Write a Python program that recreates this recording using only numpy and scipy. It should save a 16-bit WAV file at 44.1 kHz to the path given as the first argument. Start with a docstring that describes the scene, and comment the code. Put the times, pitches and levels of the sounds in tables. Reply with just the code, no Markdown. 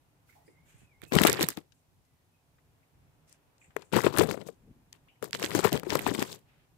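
"""A quiet kitchen with an open door hums and hisses, with faint rustles, small taps and a thin whistle.
Then a phone is laid face down on a crumb-strewn plastic bread bag, shifted while a crusty roll is torn,
and picked up. Bag and crust crackle right at its two microphone ports; the case thuds and rumbles, mostly left.
Room, rustles and puffs are shaped noise, taps dying noise, the whistle a fluttering tone; snaps are short bursts,
thuds rung noise, and shoves drive random slips through case and crease resonances."""
import sys
import numpy as np
from scipy import signal
from scipy.fft import rfft, irfft, next_fast_len
from scipy.io import wavfile

SR = 44100
rng = np.random.default_rng(int(sys.argv[2]) if len(sys.argv) > 2 else 0)


def log_audio(samples):
    """Write samples as a 16-bit WAV file to the path given in sys.argv[1]."""
    # one column per channel
    frames = np.atleast_2d(samples).T
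    # limit to full scale, then quantise
    limited = np.clip(frames, -1, 1)
    pcm = np.round(limited * 32767).astype(np.int16)
    wavfile.write(sys.argv[1], SR, pcm)


N = 298939
SILENT_DB = -120


def from_db(db):
    """Turns dB into an amplitude factor."""
    return 10 ** (np.asarray(db) / 20)


def rms_one(x):
    """Scales the whole signal, both ports together, to rms 1."""
    return x / np.sqrt(np.mean(x ** 2) + 1e-20)


def in_time(tables, level_columns):
    """Joins tables into curves over time; level columns fall silent outside each table."""
    rows = []
    for table in tables:
        first, last = np.array(table[0], float), np.array(table[-1], float)
        first[0] -= .01   # 10 ms fade at either end
        last[0] += .01
        first[level_columns] = last[level_columns] = SILENT_DB
        rows += [first, *table, last]
    seconds, *columns = np.transpose(rows)
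    return [np.interp(np.arange(N) / SR, seconds, column) for column in columns]


def at_hz(points, hz):
    """Reads a spectrum in dB along log frequency, -80 dB beyond its ends."""
    point_hz, point_db = np.transpose(points)
    return np.interp(np.log(hz), np.log(point_hz), point_db, -80, -80)


def drift(rate_hz):
    """Slow random wander from twice-smoothed noise, one strand a port, spread 1."""
    step = 40   # samples between slow points
    r = np.exp(-2 * np.pi * rate_hz * step / SR)
    noise = rng.standard_normal((2, N // step + 2002))
    slow = signal.lfilter([1], [1, -2 * r, r * r], noise)[:, 2000:]   # skip the filter settling
    return np.array([np.interp(np.arange(N) / step, np.arange(len(s)), rms_one(s)) for s in slow])


def band(x, low_hz, high_hz):
    """Keeps one frequency band."""
    edges = [low_hz, min(high_hz, .45 * SR)]
    return signal.sosfilt(signal.butter(2, edges, "band", fs=SR, output="sos"), x)


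def octave_band(x, hz, octaves):
    """Keeps a band centred on hz and so many octaves wide."""
    return band(x, hz * 2 ** (-octaves / 2), hz * 2 ** (octaves / 2))


def coloured(x, spectrum, right=((1, 0), (SR, 0))):
    """Shapes both ports by a spectrum, the right with an extra colour, each levelled to spread 1."""
    size = next_fast_len(N)
    hz = np.maximum(np.arange(size // 2 + 1) * SR / size, 1)
    gain = from_db(at_hz(spectrum, hz) + np.array([0 * hz, at_hz(right, hz)]))
    out = irfft(rfft(x, size) * gain, size)[:, :N]
    return out / out.std(axis=1, keepdims=True)


def dying_noise(count, t60):
    """Noise that falls 60 dB in t60 seconds, independent at each port."""
    return rng.standard_normal((2, count)) * from_db(-60 * np.arange(count) / SR / t60)


def at_ports(db, pan_db):
    """Splits a level by its left-minus-right dB: the port powers sum to 6 dB above it."""
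    return db + 6 - 10 * np.log10(1 + 10 ** (np.array([-pan_db, pan_db]) / 10))


def add(out, start_s, sound, left_right_db):
    """Lays a short sound in, each port at its own peak level."""
    place = out[:, round(start_s * SR):][:, :sound.shape[1]]
    peaks = np.abs(sound).max(axis=1, keepdims=True)
    place += from_db(left_right_db)[:, None] * sound / peaks


# Room tone. Each row: time in seconds, hum level in dB before its slow wander, air level in dB.
ROOM_LEVELS = [(0, -71.5, -75), (.65, -66.5, -73), (1.7, -71.5, -77.5), (2.4, -71.5, -76.5),
               (3, -67, -73.5), (3.6, -70, -72.5), (5, -69.5, -74), (6.5, -68, -72.5), (6.78, -66.5, -76)]
# Spectra of low hum, room air and microphone hiss. Each row: frequency in Hz, relative level in dB.
HUM_SPECTRUM = [(12, -45.5), (20, -18.5), (38, -5.5), (59, -4.5), (76, -1), (162, 0.5), (203, -17),
                (245, -11), (400, -24.5), (520, -45), (880, -120)]
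AIR_SPECTRUM = [(180, -27.5), (300, -2.5), (320, -15.5), (357, -8), (906, -6.5), (1160, -11.5), (2560, -17),
                (4000, -26), (5200, -57), (8800, -120)]
HISS_SPECTRUM = [(1470, -31), (2500, -3.5), (2710, -6), (4890, -6.5), (15000, -8), (16500, -21)]
# How far the two ports hear the same room. Each row: frequency in Hz, left-right correlation from -1 to 1.
PORT_LIKENESS = [(60, 0.62), (240, 0.67), (950, 0.08), (3770, -0.3), (15000, -0.03)]


def kitchen():
    """Hum and air reach both ports alike in the bass, over the microphones' own separate hiss."""
    hum_db, air_db = in_time([ROOM_LEVELS], [])
    mid, side = rfft(rng.standard_normal((2, N)))
    alike = np.interp(np.arange(len(mid)) * SR / N, *np.transpose(PORT_LIKENESS))
    shared, opposed = np.sqrt(1 + alike) * mid, np.sqrt(1 - alike) * side
    room = irfft(np.array([shared + opposed, shared - opposed]), N)
    hum = from_db(hum_db + 2 * drift(6)[0]) * coloured(room, HUM_SPECTRUM)
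    air = from_db(air_db) * coloured(room, AIR_SPECTRUM)
    hiss = from_db(-78.5) * coloured(rng.standard_normal((2, N)), HISS_SPECTRUM)
    return hum + air + hiss


# Thin whistle from afar, a table per strand.
# Each row: time in seconds, pitch in Hz before its wobble, level in dB before its breathy flutter.
WHISTLE_STRANDS = [
    [(.4, 1900, -84), (.49, 2104, -76), (.57, 2141, -66.5), (.7, 2280, -81), (.81, 2580, -70),
     (.89, 2546, -71), (.94, 2130, -66), (1.0, 2200, -74), (1.07, 2545, -61), (1.12, 2620, -65)],
    [(2.05, 2076, -83.5), (2.25, 1868, -87)],
    [(2.34, 2520, -79), (2.41, 2540, -78)],
]


def whistle():
    """A tone follows the pitch, blurred into a narrow breathy strand by random flutter in size and phase."""
    hz, db = in_time(WHISTLE_STRANDS, [2])
    breathy = .5 + .5 * (drift(70) + 1j * drift(70))
    wobbling_hz = hz * (1 + 0.015 * drift(25)[0])
    tone = np.exp(2j * np.pi * np.cumsum(wobbling_hz) / SR)
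    return from_db(db) * np.real(breathy * tone)


# Small taps away from the ports, the room ringing on. Each row: start in seconds, centre in Hz,
# width in octaves, peak midway between the ports in dB, left minus right in dB, 60 dB decay in seconds.
TAP_EVENTS = [(0.289, 2160, 0.15, -55.5, -9, 0.2), (.325, 2100, 0.42, -65, -15, 0.18),
              (.352, 775, .4, -54.5, 0, 0.42), (.478, 370, 0.63, -49.5, -1, 0.17),
              (0.479, 2080, 0.34, -57.5, -5, 0.071), (.465, 4960, 0.13, -66, 4, 0.26),
              (0.29, 1430, 0.26, -61, -4, 0.17), (.78, 8600, .8, -58.5, -4, 0.34),
              (0.742, 119, 0.79, -53.5, -9, 0.037), (0.818, 134, 0.79, -57.5, -13, 0.058),
              (1.721, 3140, 1.93, -53.5, 13, 0.034), (2.05, 6990, 1.5, -66, 5.5, 0.046),
              (2.584, 1490, 1, -61, 7, 0.064), (2.829, 2230, 0.33, -66, 0.5, 0.059),
              (3.295, 8150, 1.2, -52.5, 9, 0.018), (3.327, 7380, 1.06, -48.5, 20.5, 0.011),
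              (3.581, 5000, 1.5, -62.5, 13, 0.017), (3.613, 2300, 0.3, -53, 2.5, 0.14),
              (3.643, 2190, 0.45, -57.5, 6, 0.16), (3.644, 7780, 0.39, -56, 9, 0.022),
              (3.705, 1400, 1.5, -57, 8, .08), (3.685, 170, 0.84, -59, -1, .08),
              (3.821, 1200, 5.1, -49, 18, 0.024), (4.926, 3400, 2.4, -52.5, -7, 0.02),
              (5.074, 950, 0.63, -59, 1.5, 0.039), (5.084, 2550, 0.37, -54.5, 5.5, 0.13),
              (5.091, 2950, 0.12, -63.5, 2.5, 0.34), (5.156, 2200, 0.27, -66.5, 6.5, 0.061)]


def taps():
    """A sharp start in one band, dying in the room."""
    out = np.zeros((2, N))
    for start_s, hz, octaves, db, pan_db, t60 in TAP_EVENTS:
        tap = octave_band(dying_noise(count=9000, t60=t60), hz, octaves)
        add(out, start_s, tap, [db + pan_db / 2, db - pan_db / 2])
    return out


# Air pushed over the ports. Each row: time in seconds, level in dB before the lumps swell and fade.
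PUFF_LEVELS = [(4.53, -70.5), (4.558, -77), (4.68, -53), (4.92, -74)]


def puff():
    """Moving air makes lumpy low noise, mostly shared by the ports."""
    low_noise = band(band(rng.standard_normal((2, N)), 25, 280), 20, 320)
    lumps = low_noise * from_db(3.0 * drift(20))
    level_db, = in_time([PUFF_LEVELS], [1])
    return from_db(level_db) * rms_one(lumps[0] + 0.53 * lumps)


# Faint rustles while nothing presses on the ports. Each row: start in seconds, length in seconds,
# centre in Hz, width in octaves, level at the top of the swell in dB before flicker.
RUSTLE_EVENTS = [(0.261, 0.26, 9100, 4.3, -70.5), (0.643, 0.25, 7400, 0.48, -72),
                 (0.636, 0.21, 12100, 0.55, -78), (0.644, 0.26, 2070, 1.15, -70),
                 (0.44, 0.13, 8470, 0.51, -75.5), (1.071, 0.15, 10000, 1.2, -62),
                 (1.737, .1, 7720, 0.52, -80.5), (3.804, 0.14, 7800, .5, -73),
                 (3.269, 0.11, 6780, 0.97, -68.5), (3.27, 0.12, 2200, 1.3, -72.5),
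                 (3.597, 0.15, 7500, .25, -74), (6.449, 0.25, 2000, 1.44, -72.5)]


def rustles():
    """Short swells of band noise, quick to start, with a flickering level."""
    out, flicker = np.zeros((2, N)), from_db(2.4 * drift(19)[0])
    for start_s, length_s, hz, octaves, db in RUSTLE_EVENTS:
        count = round(length_s * SR)
        swell = np.sin(np.pi * np.linspace(0, 1, count) ** 0.56)   # peaks before the middle
        noise = octave_band(rng.standard_normal((2, 12000))[:, :count], hz, octaves)
        out[:, round(start_s * SR):][:, :count] += from_db(db) * swell * rms_one(noise)
    return flicker * out


# Thuds on the case. Each row: start in seconds, level in dB shared out by at_ports,
# left minus right in dB, ring in Hz, 60 dB ring decay in seconds.
THUD_EVENTS = [(1.033, -42.5, -13, 302, 0.02), (1.12, -22.5, 26, 230, 0.038), (1.163, -12, 27, 178, 0.021),
               (1.211, -13.5, 18, 219, 0.02), (1.25, -8, 24, 372, 0.026), (1.293, -19, 14.5, 390, 0.017),
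               (1.328, -30.5, 5.0, 480, 0.025), (1.391, -24.5, 23, 365, 0.025), (1.408, -21, 6, 336, 0.022),
               (1.434, -23, 12, 170, 0.036), (1.487, -34, -8, 298, 0.02), (1.575, -30.5, 37, 280, 0.025),
               (3.764, -23.5, 42, 420, 0.025), (3.966, -17, 28.0, 182, 0.025), (4.041, -19, 36, 404, 0.048),
               (4.064, -10.5, 39, 367, 0.018), (4.14, -27.5, 39, 336, 0.041), (4.19, -14.5, 36, 334, 0.039),
               (4.208, -13, 46, 436, 0.058), (4.288, -25, 41.0, 414, 0.059), (4.342, -29.5, 35, 570, 0.025),
               (4.375, -32, 34, 410, 0.035), (4.418, -39, 29.0, 360, 0.031), (4.486, -32.5, 39, 448, 0.031),
               (5.226, -31, 26, 441, 0.025), (5.348, -33, 17, 467, 0.025), (5.42, -26.5, 27, 475, 0.021),
               (5.439, -23, 32, 380, 0.017), (5.55, -14.5, 19, 307, 0.025), (5.591, -20, 26, 364, 0.01),
               (5.647, -11.5, 33, 456, 0.012), (5.723, -21, 31, 292, 0.015), (5.774, -36, 26, 463, 0.019),
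               (5.832, -30, 34, 345, 0.022), (5.865, -27.5, 35, 367, 0.057), (5.924, -22, 27.5, 297, 0.036),
               (5.953, -14, 38, 377, 0.0083), (5.992, -33.5, -6, 340, 0.019), (6.008, -35, 16, 354, 0.0088),
               (6.065, -17.5, 32.0, 160, 0.0083), (6.111, -24.5, 18, 288, 0.043),
               (6.147, -26.5, 16, 223, 0.021), (6.188, -23.5, 20, 186, 0.031),
               (6.221, -20.5, 11, 290, 0.016)]


def thuds():
    """A short rough push rings the hollow between case and bag, a damped resonator."""
    out = np.zeros((2, N))
    for start_s, db, pan_db, hz, t60 in THUD_EVENTS:
        r, turn = from_db(-60 / (t60 * SR)), 2 * np.pi * hz / SR   # decay and angle per sample
        push = dying_noise(count=4000, t60=0.027)
        ring = signal.lfilter([1, -1], [1, -2 * r * np.cos(turn), r * r], push)
        add(out, start_s, band(ring, 90, 2300), at_ports(db, pan_db))
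    return out


# Snaps of film and crust. Each row: start in seconds, level in dB shared out by at_ports, left minus right
# in dB, treble against body in dB, body centre in Hz, 60 dB decay of the burst's middle layer in seconds.
SNAP_EVENTS = [(1.0182, -34.5, -24, -4.5, 1970, 0.0046), (1.039, -42, -25, 7, 2280, 0.0075),
               (1.1222, -20.5, 3, -17, 1530, 0.0044), (1.153, -15, 16, -1, 2520, 0.012),
               (1.1681, -19, -3, -15, 1740, 0.006), (1.1866, -8, 13, -26, 1730, 0.007),
               (1.2176, -11, 13, -4.5, 1700, 0.002), (1.2357, -8.5, 16, -2, 2600, 0.0088),
               (1.2389, -15, 11.5, -5.5, 4460, 0.0081), (1.2497, -20, 5.0, -4, 1210, 0.006),
               (1.2512, -14.5, 6, -2, 1610, 0.01), (1.27, -4, 20, 3, 2840, 0.0086),
               (1.275, -11, 20, 11, 2900, 0.006), (1.298, -10.5, 9, 5, 1630, 0.0072),
               (1.3182, -20, -5.5, -4, 2820, 0.006), (1.3292, -15, -11, 8, 1560, 0.0084),
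               (1.3478, -28, 4, -6, 2300, 0.006), (1.3942, -23, 18.5, -8, 1730, 0.011),
               (1.4092, -20.5, 6.5, -4.5, 1900, 0.006), (1.417, -19, -9, 0, 1630, 0.011),
               (1.4285, -7.5, -2, 5.5, 3850, 0.0057), (1.4333, -19, 3, 11, 1310, 0.0049),
               (1.4685, -31, -6, 3, 1820, 0.006), (1.487, -12, -16, 4, 1740, 0.012),
               (1.5038, -24.5, -1.5, 2.5, 1690, 0.0053), (1.5377, -47, -5.0, 7, 2310, 0.006),
               (1.5727, -29.5, 13, -0.5, 2930, 0.0045), (1.587, -43, 0, 0, 3020, 0.006),
               (3.7658, -20.5, 32.5, -7.5, 1300, 0.006), (3.9264, -29, 10.5, -9, 3520, 0.006),
               (3.938, -22.5, 25, -7, 2470, 0.0075), (3.9648, -17, 12.0, -6, 1490, 0.012),
               (4.0177, -28.5, 13.0, 3, 1200, 0.009), (4.0371, -26.5, 19, -5, 1280, 0.0056),
               (4.0654, -19, 18.5, -18, 1190, 0.012), (4.1642, -25, 20, -13, 2040, 0.006),
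               (4.1742, -16.5, 27, -5, 1260, 0.0046), (4.185, -9.5, 22, 5, 1530, 0.0073),
               (4.1964, -14, 18, -7, 4240, 0.0053), (4.2084, -35, 15, 11, 1240, 0.006),
               (4.2366, -20.5, 25, -7, 1630, 0.006), (4.2732, -33, 12, -1, 1450, 0.006),
               (4.29, -32, 24, -18, 1730, 0.0068), (4.3114, -18.5, 27, -8, 1400, 0.0083),
               (4.3782, -41.5, 13, -18, 1350, 0.0072), (4.4148, -36, 18, -23, 2230, 0.006),
               (4.4694, -41, 26, 0, 1700, 0.0044), (4.4867, -41, 21.5, 1, 1250, 0.0065),
               (4.9288, -34.5, 7, -11, 4120, 0.006), (5.226, -26, 16.5, -3.5, 1200, 0.0066),
               (5.2426, -25, 18, 2.5, 1640, 0.0047), (5.2489, -37, 7, 7, 2550, 0.005),
               (5.309, -37, -18, 1, 3980, 0.0049), (5.3307, -18, 0.5, -23, 2700, 0.0086),
               (5.3489, -21.5, 4, -20, 1740, 0.0034), (5.3976, -30.5, 8, -2, 1590, 0.0067),
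               (5.428, -20.5, 14, -10, 2900, 0.006), (5.445, -17, -12, -11, 2730, 0.0054),
               (5.461, -25.5, 3, -12, 3000, 0.011), (5.5074, -27, 7.5, -12, 2480, 0.01),
               (5.5164, -25.5, 4, -9, 1610, 0.0048), (5.5501, -15, 10.0, -2, 1550, 0.011),
               (5.5626, -25, 2, 3, 1780, 0.0086), (5.6064, -26, 13, 2, 3260, 0.0075),
               (5.6457, -17, 18.0, -16, 1200, 0.011), (5.681, -29, 5, -1, 2420, 0.0072),
               (5.7194, -26, 16, -1, 3130, 0.006), (5.729, -14.5, -6, 17, 1250, 0.0048),
               (5.7757, -25, 3, -9, 2670, 0.005), (5.7972, -29, 9.0, 3, 2980, 0.0055),
               (5.8336, -36.5, 22, 5, 1240, 0.011), (5.896, -26.5, 0.0, 1, 3920, 0.006),
               (5.904, -17, 13, -19, 3440, 0.006), (5.92, -25, 14, -13, 1350, 0.005),
               (5.9534, -15.5, 4.5, -2.5, 1160, 0.011), (5.9918, -21, -8, -6.5, 1950, 0.01),
               (6.0184, -29.5, 6, 10, 1640, 0.0054), (6.0657, -17.5, 15, -16, 1460, 0.0049),
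               (6.0774, -27, 4, -13, 1420, 0.007), (6.1487, -25.5, 5, -9, 1920, 0.013),
               (6.1948, -23.5, 12, -12, 4400, 0.0094), (6.22, -25.5, -6, -6, 2220, 0.0086),
               (6.2263, -18, 31, -3, 1800, 0.006), (6.3281, -29.5, 10, -6, 4160, 0.0076)]


def snaps():
    """Each snap is a sharp front, a few ms of dying noise and a weak longer tail, in a body and a treble band."""
    out = np.zeros((2, N))
    for start_s, db, pan_db, treble_db, hz, t60 in SNAP_EVENTS:
        front = from_db(5.0) * dying_noise(count=1500, t60=.0015)
        middle = dying_noise(count=1500, t60=t60)
        tail = from_db(-22.5) * dying_noise(count=1500, t60=0.015)
        burst = front + middle + tail
        body = rms_one(band(burst, hz / 2.0, hz * 1.644))
        treble = from_db(treble_db) * rms_one(band(burst, 2700, 14000))
        add(out, start_s, body + treble, at_ports(db, pan_db))
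    return out


def grains(per_s, spread_db, clump_db, clump_rate_hz, smooth):
    """Friction as random slips of uneven size, arriving in clumps, over a share of smooth noise."""
    sizes = from_db(spread_db * np.minimum(rng.exponential(1, (2, N)), 4)) * rng.choice([-1, 1], (2, N))
    slips = rms_one(sizes * (rng.random((2, N)) < per_s / SR))
    clumps = from_db(clump_db * drift(clump_rate_hz))
    smooth_noise = smooth * rng.standard_normal((2, N))
    return clumps * slips + np.sqrt(clumps) * smooth_noise   # the smooth part swells less


def creases(slips):
    """Each slip lands on a crease with its own pitch, which rings down 60 dB in nine cycles."""
    pitches_hz = np.geomspace(800, 14000, 12)
    # a fresh crease is dealt every 64 samples
    dealt = rng.integers(0, 12, (2, N // 64 + 1)).repeat(64, axis=1)[:, :N]
    out = .5 * slips
    for k, hz in enumerate(pitches_hz):
        r, turn = from_db(-60 * hz / (9.0 * SR)), 2 * np.pi * hz / SR
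        struck = slips * (dealt == k) + 1e-18   # the tiny offset keeps the filter from slowing down
        ring = signal.lfilter([1 - r * r, 0, r * r - 1], [1, -2 * r * np.cos(turn), r * r], struck)
        out += ring * (14000 / hz) ** 0.19   # lower creases ring louder
    return out


# Shoves of the bag along the case. Each row: start in seconds, rise in seconds, hold in seconds,
# left crunch in dB, right crunch in dB, brightness as extra crinkle in dB, weight as extra rumble in dB.
SHOVE_EVENTS = [(1.02, 0.01, 0.0069, -73, -56, 2, 13.5), (1.113, 0.021, 0.1, -30, -39.5, 1, -1),
                (1.2, .02, .01, -31, -42, -9, -2), (1.228, 0.028, 0.034, -32, -30, -0.5, 1.5),
                (1.293, .03, 0.054, -37.5, -37.5, -6, -4.5), (1.38, 0.038, 0.0071, -34, -34, 3, -0.5),
                (1.461, .025, 0.018, -47, -49.5, 6, -10), (1.555, 0.016, 0.0089, -58.5, -58.5, 5, 4.5),
                (3.757, 0.0067, 0.06, -58, -79.5, -3.5, -1), (3.918, 0.015, 0.042, -29, -54.5, -4.5, -1),
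                (3.939, 0.023, .01, -23.5, -39, 0, -2), (4.001, 0.054, 0.0084, -32, -42.5, 1.5, 0.5),
                (4.112, 0.077, 0.034, -27.5, -45.5, 0, 0.5), (4.258, 0.042, 0.014, -37, -58, 4.5, 1.5),
                (4.347, 0.024, 0.057, -56, -77, 0.5, 4), (4.45, 0.016, 0.0097, -59.5, -78.5, 14.5, 9.5),
                (4.923, 0.014, 0.017, -63, -70, 0, -8), (5.217, 0.013, 0.013, -48, -58.5, 8.5, 4.5),
                (5.322, 0.02, 0.0085, -47.5, -42, 4.5, -4), (5.353, 0.092, 0.0055, -40.5, -39.5, 5, 0),
                (5.445, 0.12, 0.027, -33.5, -44.5, 3, -0.5), (5.614, 0.038, 0.0062, -25, -51.5, 1.5, -5.5),
                (5.677, 0.058, 0.02, -38, -45.5, 3, 4), (5.811, .04, 0.026, -52.5, -63, 1, 4),
                (5.885, 0.014, 0.072, -34.5, -47.5, -1, -3), (5.957, 0.043, 0.044, -48, -45.5, 2, 3),
                (6.044, 0.028, 0.012, -30.5, -45.5, 1, -1.5),
                (6.117, 0.023, 0.0071, -40.5, -51.5, 6.5, -0.5), (6.163, 0.018, 0.048, -41, -47, 4.5, 0.5),
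                (6.242, 0.014, 0.087, -53, -59, 10.5, -2)]


def shove_level(port_column, fall_db_per_s, lift_db):
    """Level in dB of the strongest shove at each moment: a 23.5 dB climb, a hold, a steady fall."""
    t, level = np.arange(0, N, 32) / SR, SILENT_DB
    for row, extra_db in zip(SHOVE_EVENTS, lift_db):
        start, rise, hold = row[:3]
        climb = np.minimum(23.5 * ((t - start) / rise - 1), 0)
        fall = -fall_db_per_s * (t - start - rise - hold)
        shove = row[port_column] + extra_db + np.minimum(climb, fall)
        level = np.maximum(level, np.where(t > start, shove, SILENT_DB))
    return np.interp(np.arange(N) / SR, t, level)


# Spectra of case rumble, crunch and crinkle. Each row: frequency in Hz, relative level in dB.
RUMBLE_SPECTRUM = [(15, -50.5), (25, -31), (120, -0.5), (195, 0), (250, -5.5), (400, 0), (520, -5),
                   (800, -14), (1300, -26.5), (3000, -54)]
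CRUNCH_SPECTRUM = [(500, -24), (900, 0), (1200, -4.5), (1800, -7.5), (3500, -14.5), (5000, -21),
                   (9000, -58.5)]
CRINKLE_SPECTRUM = [(2000, -25), (3500, -7), (6000, -6.5), (8100, -2.5), (9500, -12.5), (11500, -7),
                    (15500, -10), (17000, -26.5)]
# The right port lies freer: less hollow ring, more bite.
# Each row: frequency in Hz, extra gain in dB before both ports are levelled.
RIGHT_COLOUR = [(20, 7), (100, 5.5), (400, -6.5), (900, -5), (2000, 10), (4000, 2.5), (5600, -2.5),
                (8000, -0.5), (17000, -4)]


def drag():
    """Film slips over the case: soft slips shake the case, hard ones crunch and crinkle at the ports."""
    brightness_db, weight_db = np.transpose(SHOVE_EVENTS)[5:]

    def port_levels(fall_db_per_s, lift_db):
        return np.array([shove_level(column, fall_db_per_s, lift_db) for column in (3, 4)])

    # fixed left and right offsets against the crunch; the case shakes on a little longer
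    rumble_db = port_levels(300.5, weight_db) + np.array([[7.5], [-5.5]])
    crunch_db = port_levels(398, 0 * weight_db)
    crinkle_db = port_levels(398, brightness_db) + np.array([[-6], [-2.5]])
    soft = grains(per_s=900, spread_db=5.0, clump_db=2.4, clump_rate_hz=20, smooth=1.0)
    hard = creases(grains(per_s=1200, spread_db=2.4, clump_db=3.5, clump_rate_hz=60, smooth=0.88))
    rumble = from_db(rumble_db) * coloured(soft, RUMBLE_SPECTRUM, RIGHT_COLOUR)
    crunch = from_db(crunch_db) * coloured(hard, CRUNCH_SPECTRUM, RIGHT_COLOUR)
    crinkle = from_db(crinkle_db) * coloured(hard, CRINKLE_SPECTRUM, RIGHT_COLOUR)
    return rumble + crunch + crinkle


def scene():
    """Layers the sounds from the room up to the bag at the ports."""
    return kitchen() + whistle() + taps() + puff() + rustles() + thuds() + snaps() + drag()


def record(dry):
    """Peaks are rounded near full scale, then the top is cut steeply, 70 dB down from 16.6 kHz."""
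    rounded = dry / (1 + dry ** 4) ** .25
    return signal.sosfilt(signal.cheby2(14, 70, 16600, fs=SR, output="sos"), rounded)


dry = scene()
out = record(dry)
log_audio(out)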